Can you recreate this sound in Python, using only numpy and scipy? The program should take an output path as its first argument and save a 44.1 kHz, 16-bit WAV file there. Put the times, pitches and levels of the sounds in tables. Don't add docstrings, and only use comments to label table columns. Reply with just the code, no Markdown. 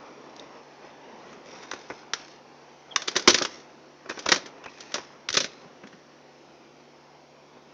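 import sys
import numpy as np
from scipy import signal
from scipy.fft import rfft, irfft, next_fast_len
from scipy.io import wavfile
from scipy.ndimage import uniform_filter1d, minimum_filter1d, map_coordinates

SR = 44100
rng = np.random.default_rng(int(sys.argv[2]) if len(sys.argv) > 2 else 0)


def put_to_file(sound):
    columns = np.atleast_2d(sound).T
    safe = np.clip(columns, -1, 1)
    whole_steps = np.round(safe * 32767)
    wavfile.write(sys.argv[1], SR, whole_steps.astype(np.int16))


N = 341183

# t/s, level/dB, hardness/dB, t60/s
CLICK_CUES = [(0.362, -59, 15, .022), (.397, -51.5, 15.5, 0.0059), (1.713, -27, -3, 0.022),
              (1.733, -34, -5.5, 0.058), (1.9, -31, -16.5, 0.044), (1.910, -40.5, -27, 0.05),
              (2.134, -21.5, 1, .026), (2.96, -13.5, 1, 0.014), (3.019, -34, 4.5, .038),
              (3.154, -29, -2, 0.079), (3.163, -20.5, 5, .048), (3.222, -44.5, 9.5, 0.045),
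              (3.275, -6.5, 0, 0.049), (3.281, -13.5, 7.5, .036), (3.302, -23.5, 9, 0.049),
              (3.377, -30.5, 4, 0.043), (3.385, -25.5, 5, 0.024), (3.401, -36, 2, 0.023),
              (3.413, -27, -23, 0.051), (3.42, -27, 6, 0.056), (3.449, -23.5, 1, 0.034),
              (4.058, -43.5, -17, 0.062), (4.107, -32, -7.5, 0.047), (4.173, -36.5, -11, 0.057),
              (4.19, -36.5, 4.5, 0.051), (4.3171, -12.5, 1, 0.04), (4.323, -16.5, 1.5, .032),
              (4.344, -26.5, 0.5, 0.03), (4.359, -28.5, 3, 0.051), (4.458, -41, 0.5, 0.068),
              (4.6385, -40.5, -5.5, 0.036), (4.658, -34, -12.5, 0.043), (4.918, -41.5, -1, .036),
              (4.9407, -28.5, 6, 0.063), (4.955, -30.5, -7, 0.048), (4.98, -34, -7, 0.059),
              (5.287, -23.5, 3.5, 0.02), (5.302, -31, 3.5, 0.032), (5.327, -36, 10.5, 0.037),
              (5.34, -30.5, 9, 0.054), (5.349, -26.5, 3, 0.043), (5.402, -28.5, 5.5, 0.083),
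              (5.442, -29, 2, 0.047)]
# t/s, level/dB, hardness/dB, swell/s
SCRAPE_CUES = [(1.325, -45, -6.5, 0.0048), (1.612, -44.5, -2, 0.022), (3.073, -26.5, 4, 0.0093),
               (3.341, -19, 5, 0.0042), (4.086, -30, -4.5, 0.012), (4.256, -24.5, -3.5, 0.0065),
               (4.286, -21, 2.5, .0034), (4.573, -51, -12, .008), (4.801, -45, 7.5, 0.0067),
               (5.367, -18.5, 5.5, 0.0044), (5.83, -44, -17, 0.009), (5.866, -48, -1.5, 0.0062),
               (5.924, -48, -11, .006)]
# f/Hz, level/dB
KNOCK_EQ = [(25, -55.5), (60, -20), (130, -13.5), (200, -5.5), (340, 0), (560, 0.5), (750, -11),
            (1200, -38)]
CLACK_EQ = [(350, -38.5), (700, -9.5), (1000, 0), (1500, 1), (2050, -1.5), (2400, -6.5), (2900, -3),
            (3900, -24)]
SNAP_EQ = [(1900, -30), (2900, -6.5), (3500, 1), (4500, -0.5), (5900, 3), (9000, -2), (11000, -2),
           (15000, -2)]
# f/Hz, level/dB, t60/s
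SHELL_MODES = [(356.2, -10, .12), (978, -13.5, .17), (1498, -6.5, .1), (1585, -18.5, .13),
               (1920, -9.5, .07), (2546, -7, .15), (3176, -4.5, .14), (3509, -9, .1), (3718, -10, .07),
               (4211, -8, .15), (4716, -7, .12), (5046, -2.5, .058), (5502, -13.5, .1), (5956, -9.5, .15)]
# t/s, f/Hz, level/dB, t60/s
THUMP_CUES = [(1.901, 100, -47, 0.15), (3.277, 42, -40, .2), (3.282, 96, -32, 0.22),
              (3.277, 249.5, -8.5, 0.069), (4.318, 205.5, -22.5, .1), (5.303, 96, -41, 0.16),
              (5.37, 215, -30, 0.089), (5.655, 197, -35.5, 0.12), (5.839, 224, -34, 0.15),
              (5.932, 205, -37.5, 0.13)]
# t/s, length/s, f/Hz, pitch jitter/Hz, level/dB
SQUEAK_CUES = [(0.3955, 0.0034, 3600, 250, -39), (2.906, .024, 3270, 90.2, -43.5),
               (4.626, 0.078, 2546, 130, -49), (4.694, 0.28, 2520, 121, -60.5)]
# t/s, length/s, level/dB
SLIDE_CUES = [(1.435, 0.58, -50.5), (2.139, 0.18, -47.5), (2.959, 0.63, -44.5), (4.11, .3, -47),
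              (4.679, .4, -49.5), (5.328, 0.29, -50.5)]
# t/s, level/dB
HAND_PRESSURE = [(0.0, -50), (0.21, -47.5), (0.97, -49.5), (1.75, -47.5), (2.45, -54), (2.95, -50.5),
                 (3.3, -44), (3.49, -51), (3.81, -53.5), (4.07, -52.5), (4.26, -47.5), (4.68, -50),
                 (5.24, -53), (5.51, -49.5), (6.1, -56.5), (7.41, -56), (7.74, -54.5)]
# f/Hz, level/dB
RUB_BODY_EQ = [(80, -25), (230, -2), (480, 1.5), (680, -2), (900, -0.5), (1150, -5.5), (1500, -9.5),
               (1950, -11.5), (2600, -13.5), (3500, -23.5)]
RUB_HISS_EQ = [(700, -12), (1900, 5), (3000, -1), (3600, 0.5), (4500, 0), (5600, 3.5), (9000, -9.5)]
# f/Hz, t60/s
ROOM_DECAY = [(100, .6), (400, 0.54), (1500, 0.29), (4000, 0.32), (8000, 0.21)]
# f/Hz, level/dB
AIR_EQ = [(25, -42.5), (65, -24), (110, -23.5), (190, -9), (340, 4), (450, 0), (750, -1), (1200, -9),
          (2000, -11.5), (4000, -17), (5600, -14.5), (9000, -22)]
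# f/Hz, level/dB
HUM_PARTIALS = [(75.4, -82.5), (145.3, -68.5), (242.2, -68), (360.7, -70), (516.8, -65.5)]
# f/Hz, level/dB
MIC_EQ = [(5900, 1), (6450, -4), (7000, -11), (7650, -30.5), (9300, -28), (10200, -47), (15500, -68)]

CLICK_RISE_S, SCRAPE_T60_S = .0014, .046
HEAVY_T60_S = 0.052
LID_OPEN_S = 5.2


def case(lead_s=.0008):
    hits = [(s, rebounding(s, db, hard, CLICK_RISE_S, t60)) for s, db, hard, t60 in CLICK_CUES]
    hits += [(s, rebounding(s, db, hard, swell, SCRAPE_T60_S)) for s, db, hard, swell in SCRAPE_CUES]
    out = np.zeros(N)
    for s, sound in hits + list(ticks()):
        add(out, s - lead_s, sound)
        add(out, s - lead_s, room(sound))
    return out


def contact(s, db, hardness_db, rise, t60, graze_s=.0008, shift_octaves=.33, open_octaves=0.23):
    t = np.arange(SR // 4) / SR
    attack = rise + graze_s
    fade_db = 20 * (3 * np.maximum(t - attack, 0) / t60) ** 1.116
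    envelope = np.minimum(t / attack, 1) ** 2 * amp(-fade_db)
    knock_db = -2 - 24.5 * lightness(t60) - 0.18 * hardness_db
    blow = amp(knock_db) * clatter(envelope, KNOCK_EQ, chatter_db=0.1)
    stiffness = np.tanh((hardness_db + 1.5) / 7)
    pitch = 2 ** (shift_octaves * stiffness + open_octaves * (s > LID_OPEN_S))
    clack_eq = [(hz * pitch, level) for hz, level in CLACK_EQ]
    blow += amp(-0.5) * clatter(envelope, clack_eq, chatter_db=3.7)
    blow += amp(hardness_db + 3) * clatter(envelope, SNAP_EQ, chatter_db=1.0)
    return amp(db) * (blow + shell(blow, t))


def rebounding(s, db, hardness_db, rise, t60, bounce_loss_db=13.5, light_loss_db=16):
    sound = contact(s, db, hardness_db, rise, t60)
    flights_s = 0.38 * t60 * np.exp(.25 * rng.standard_normal(2))
    db = db - light_loss_db * lightness(t60)
    for k, delay in enumerate(np.cumsum(flights_s), 1):
        bounce = contact(s, db - k * bounce_loss_db, hardness_db, CLICK_RISE_S, t60=0.045)
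        add(sound, rise + delay, bounce)
    return sound


def lightness(t60):
    return max(1 - t60 / HEAVY_T60_S, 0)


def clatter(envelope, eq, chatter_db):
    slips = unit(uniform_filter1d(rng.standard_normal(len(envelope)), size=30))
    burst = coloured(envelope * amp(chatter_db * slips) * rng.standard_normal(len(envelope)), eq)
    return burst * np.linalg.norm(envelope) / np.linalg.norm(burst)


def shell(blow, t, ring_db=-52.5, scatter_db=2.0):
    hz, db, t60 = np.transpose(SHELL_MODES)[:, :, None]
    struck_db = db + scatter_db * rng.standard_normal(hz.shape)
    modes = amp(struck_db - 60 * t / t60) * np.cos(2 * np.pi * hz * t)
    return amp(ring_db) * signal.fftconvolve(blow, modes.sum(axis=0))[:len(t)]


def ticks(per_slide=3, trim_db=-2.5, spread_db=0.5):
    for start, length, db in SLIDE_CUES:
        for when, softness in zip(rng.random(per_slide), rng.standard_normal(per_slide)):
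            tick_db = db + trim_db - spread_db * softness
            yield start + when * length, contact(start, tick_db, 0, CLICK_RISE_S, t60=0.026)


def thumps(attack_s=0.0052, mode_spread=.15):
    out, t = np.zeros(N), np.arange(SR // 3) / SR
    for s, hz, db, t60 in THUMP_CUES:
        detune = np.exp(mode_spread * (np.arange(-1, 2) + .3 * rng.standard_normal(3)))
        ring = np.sin(2 * np.pi * hz * detune[:, None] * t).mean(axis=0)
        add(out, s, ring * amp(db - 60 * t / t60) * (1 - np.exp(-t / attack_s)))
    return out + room(out)


def squeaks(flutter_db=5.5):
    out = np.zeros(N)
    for s, length, hz, jitter_hz, db in SQUEAK_CUES:
        size = int(length * SR)
        pitch = hz + jitter_hz * wobble(460)[:size]
        tone = np.sin(2 * np.pi * np.cumsum(pitch) / SR) * amp(flutter_db * wobble(400)[:size])
        add(out, s, amp(db) * unit(tone) * signal.windows.tukey(size, .5))
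    return out + room(out)


def rubbing(rise_s=0.016, fall_s=.18, grain_db=2.7, uneven_db=1.9):
    t = np.arange(N) / SR
    hands_db = np.interp(t, *np.transpose(HAND_PRESSURE))
    effort_db = hands_db - hands_db.mean()
    sliding = np.zeros(N)
    for s, length, db in SLIDE_CUES:
        fade_in = np.interp(t - s, [0, rise_s], [0, 1])
        fade_out = np.interp(t - s - length, [-fall_s / 2, fall_s / 2], [1, 0])
        sliding += amp(db) * fade_in * fade_out
    body = amp(hands_db.mean() + 1.21 * effort_db - 3) * noise(RUB_BODY_EQ, patchy_db=2)
    skin = amp(-65.5 + 1.7 * effort_db)
    hiss = np.hypot(sliding, skin) * amp(grain_db * wobble(260) - 5) * noise(RUB_HISS_EQ, patchy_db=3)
    return amp(uneven_db * wobble(14)) * (body + hiss)


def room(x, wet_db=-17, early_t60=0.058, predelay_s=.006):
    hz, t, spectra = signal.stft(rng.standard_normal(SR * 3 // 4), SR, nperseg=256)
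    decay = amp(-60 * t / along(ROOM_DECAY, hz)[:, None])
    tail = signal.istft(spectra * decay, SR, nperseg=256)[1]
    t = np.arange(len(tail)) / SR
    early = rng.standard_normal(len(t)) ** 3 * amp(-60 * t / early_t60)
    impulse = amp(wet_db) * (tail / np.linalg.norm(tail) + early / np.linalg.norm(early))
    return signal.fftconvolve(x, np.pad(impulse, (round(predelay_s * SR), 0)))[:N]


def table_reflection(x, height_m=0.16, sway_db=1.6, sway_per_s=1.5, reflection=0.12):
    height = height_m * amp(sway_db * wobble(sway_per_s))
    delay = 2 * height / 343 * SR
    return x + reflection * map_coordinates(x, [np.arange(N) - delay])


def room_tone(air_db=-55, hum_trim_db=-1, drift_rad=0.56):
    t = np.arange(N) / SR
    hum = np.zeros(N)
    for hz, db in HUM_PARTIALS:
        phase = 2 * np.pi * hz * t + drift_rad * wobble(2.7)
        hum += amp(db + hum_trim_db) * np.sqrt(2) * np.sin(phase)
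    return amp(air_db + .5 * wobble(1.5)) * noise(AIR_EQ, patchy_db=1.5) + hum


def noise(eq, patchy_db):
    spectra = signal.stft(rng.standard_normal(N), nperseg=1024)[2]
    patches = uniform_filter1d(rng.standard_normal(spectra.shape), size=5, axis=0)
    patches = uniform_filter1d(patches, size=18, axis=1)
    patchy = signal.istft(spectra * amp(patchy_db * unit(patches)), nperseg=1024)[1][:N]
    return unit(coloured(patchy, eq))


def coloured(x, eq, rolloff_db_per_octave=24):
    size = next_fast_len(len(x) + 4096, True)
    hz = np.fft.rfftfreq(size, 1 / SR)
    db = along(eq, hz) - rolloff_db_per_octave * np.log2(np.maximum(hz / eq[-1][0], 1))
    cepstrum = irfft(np.log(amp(db)), size)
    cepstrum[1:size // 2] *= 2
    cepstrum[size // 2 + 1:] = 0
    return irfft(rfft(x, size) * np.exp(rfft(cepstrum)), size)[:len(x)]


def along(points, hz):
    f, values = np.transpose(points)
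    return np.interp(np.log(hz + 1), np.log(f), values)


def wobble(rate):
    return map_coordinates(rng.standard_normal(int(N * rate / SR) + 4), [np.arange(N) * rate / SR])


def amp(db):
    return 10 ** (np.asarray(db) / 20)


def unit(x):
    return x / np.sqrt(np.mean(x ** 2) + 1e-20)


def add(track, s, x):
    i = max(round(s * SR), 0)
    track[i:i + len(x)] += x[:len(track) - i]


def scene():
    return (case() + thumps() + squeaks() + table_reflection(rubbing() + room_tone()))[None]


def record(dry, self_noise_db=-89, limit=0.91, clip_at=.89, top_hz=15800):
    x = coloured(dry[0], MIC_EQ, rolloff_db_per_octave=0) + amp(self_noise_db) * rng.standard_normal(N)
    held_gain = minimum_filter1d(np.minimum(1, limit / (np.abs(x) + 1e-9)), size=65)
    smooth_gain = uniform_filter1d(uniform_filter1d(held_gain, size=31), size=31)
    x = np.clip(x * smooth_gain, -clip_at, clip_at)
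    return irfft(rfft(x) * (np.fft.rfftfreq(N, 1 / SR) < top_hz), N)[None]


dry = scene()
out = record(dry)
put_to_file(out)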